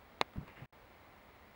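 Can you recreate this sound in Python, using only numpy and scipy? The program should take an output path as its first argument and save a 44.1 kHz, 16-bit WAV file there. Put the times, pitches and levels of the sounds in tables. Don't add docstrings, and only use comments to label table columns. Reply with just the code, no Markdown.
import sys
import numpy as np
from scipy import signal
from scipy.fft import rfft, irfft
from scipy.io import wavfile
from scipy.ndimage import uniform_filter1d

SR = 44100
rng = np.random.default_rng(int(sys.argv[2]) if len(sys.argv) > 2 else 0)


def store_pcm(level_fs):
    pcm = np.round(np.clip(level_fs, -1, 1) * 32767).astype(np.int16)
    wavfile.write(sys.argv[1], SR, np.atleast_2d(pcm).T)


N = 68355
TIME = np.arange(N) / SR


def amp(db):
    return 10 ** (np.asarray(db) / 20)


def coloured(x, spectrum):
    hz, db = np.transpose(spectrum)
    bin_hz = np.fft.rfftfreq(N, 1 / SR)
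    gain = amp(np.interp(np.log(bin_hz + 1), np.log(hz), db))
    shaped = irfft(rfft(x) * gain, N)
    return shaped / np.sqrt(np.mean(shaped ** 2) + 1e-20)


def noise(spectrum):
    return coloured(rng.standard_normal(N), spectrum)


def envelope(start, rise, t60):
    age = np.maximum(TIME - start, 0)
    return (1 - np.exp(-(age / rise) ** 2)) * np.exp(-np.log(1000) * age / t60)


def mode(start, hz, rise, t60):
    return envelope(start, rise, t60) * np.sin(2 * np.pi * hz * (TIME - start))


# (frequency [Hz], relative spectral level [dB])
HISS_SPECTRUM = [(15, -32.5), (28, -12), (55, 0), (97, -2.5), (145, -9), (230, -5.5), (340, -8.5),
                 (600, -7), (1000, -8), (1600, -14), (2150, -12), (2600, -19.5), (4000, -24.5), (6000, -35),
                 (10000, -39), (15000, -41.5)]
HISS_DB, WHINE_DB = -60, -76.5
WHINE_HZ, WHINE_DEPTH = 15679, 0.08

def hiss_and_whine():
    waver = 1 + WHINE_DEPTH * noise([(5, -5.5), (30, -7), (300, -75)])
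    whine = np.sqrt(2) * waver * np.sin(2 * np.pi * WHINE_HZ * TIME)
    return amp(HISS_DB) * noise(HISS_SPECTRUM) + amp(WHINE_DB) * whine


# (time [s], level [dB])
CONTACTS = [(0.2115, -22), (0.213, 1)]
# (frequency [Hz], relative level [dB], T60 [s])
WOOD_MODES = [(547, -12, 0.0062), (749, -47.5, 0.051), (934, 1.5, 0.0038), (1160, -40, 0.021),
              (1693, 3, 0.0023), (1860, -45, .028), (2124, -40.5, 0.047), (2968, -8, 0.0033),
              (3703, 0.9, 0.0024), (4150, -38, 0.013), (5150, -47.5, .016), (6690, -23, 0.0035),
              (9640, -19.5, 0.0018), (13300, -22.5, .0013)]
# (frequency [Hz], relative spectral level [dB])
REFLECTION_SPECTRUM = [(60, -6), (150, 6), (800, 5.5), (1500, -7.5), (2300, 0), (3200, -26.5), (5000, -24),
                       (7000, -37.5), (15000, -59.5)]
CONTACT_RISE_S = 0.00057
REFLECTION_GAIN_DB, REFLECTION_DELAY_S = -36, 0.004

def knock():
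    out = np.zeros(N)
    for start, db in CONTACTS:
        wood = sum(amp(mode_db) * mode(start, hz, CONTACT_RISE_S, t60)
                   for hz, mode_db, t60 in WOOD_MODES)
        decay = envelope(start + REFLECTION_DELAY_S, rise=0.0016, t60=0.039)
        reflections = amp(REFLECTION_GAIN_DB) * noise(REFLECTION_SPECTRUM) * decay
        out += amp(db) * (reflections - wood)
    return out


# (time [s], level [dB])
CLAW_TICKS = [(0.3356, -51), (0.37, -50), (0.4785, -45), (0.489, -61), (0.5705, -59)]
# (frequency [Hz], relative spectral level [dB])
CLAW_SPECTRUM = [(200, 2), (1600, 6.5), (2800, -2.5), (4500, -12.5), (6000, -20), (9000, -21.5),
                 (15000, -33)]

def claws():
    bursts = sum(amp(db) * envelope(start, rise=0.0002, t60=0.013) for start, db in CLAW_TICKS)
    return noise(CLAW_SPECTRUM) * bursts


# (time [s], level [dB], frequency [Hz], rise time [s], T60 [s], brush level [dB])
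PAW_THUMPS = [(0.3566, -35.5, 207.7, 0.0029, 0.1, -48.5), (0.3758, -32.5, 71, 0.0019, 0.075, -66),
              (0.3805, -27, 158, 0.0036, 0.058, -71), (0.3818, -36, 263, 0.0032, 0.037, -70),
              (.407, -35.5, 133.5, 0.0064, 0.072, -52), (0.4286, -39, 176, 0.0019, 0.045, -66.5),
              (0.6159, -25.5, 133, .012, 0.053, -52)]
# (frequency [Hz], relative spectral level [dB])
PAD_SPECTRUM = [(30, -9), (250, 1), (450, -4.5), (1050, -10.5), (1800, -14.5), (5000, -40.5), (15000, -47)]

def paws():
    pad = noise(PAD_SPECTRUM)
    out = np.zeros(N)
    for start, db, hz, rise, t60, brush_db in PAW_THUMPS:
        thump = amp(db) * mode(start, hz, rise, t60)
        brush = amp(brush_db) * pad * envelope(start, rise=0.0037, t60=0.14)
        out += thump + brush
    return out


# (time [s], level [dB], rise time [s], T60 [s])
SLIDES = [(0.466, -51, 0.013, 0.29), (0.546, -49, 0.027, 0.41)]
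# (frequency [Hz], relative spectral level [dB])
FRICTION_SPECTRUM = [(40, -13), (170, 6), (450, -1), (1200, -3.5), (2000, 1), (2700, -2), (3400, -17.5),
                     (5500, -28), (15000, -43)]
GRAINS_PER_S, GRAIN_SPREAD_DB = 7000, 1.5

def scuffs():
    spread_db = GRAIN_SPREAD_DB * np.minimum(rng.exponential(1, N), 4)
    sizes = amp(spread_db) * rng.standard_normal(N)
    grains = sizes * (rng.random(N) < GRAINS_PER_S / SR)
    movement = sum(amp(db) * envelope(start, rise, t60) for start, db, rise, t60 in SLIDES)
    return coloured(grains, FRICTION_SPECTRUM) * movement


def scene():
    return (knock() + paws() + scuffs() + claws() + hiss_and_whine())[None]


DROP_S, MUTE_S, RETURN_S = 0.6595, 0.71, 0.7255
DROP_DB, CUTOFF_HZ = -29, 16400

def record(dry):
    gate = np.select([TIME < DROP_S, TIME < MUTE_S, TIME < RETURN_S], [1, amp(DROP_DB), 0], 1)
    gated = dry * uniform_filter1d(gate, size=40)
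    low_pass = signal.firwin(511, CUTOFF_HZ, window=("kaiser", 9), fs=SR)
    return signal.oaconvolve(gated, low_pass[None], "same")


dry = scene()
out = record(dry)
store_pcm(out)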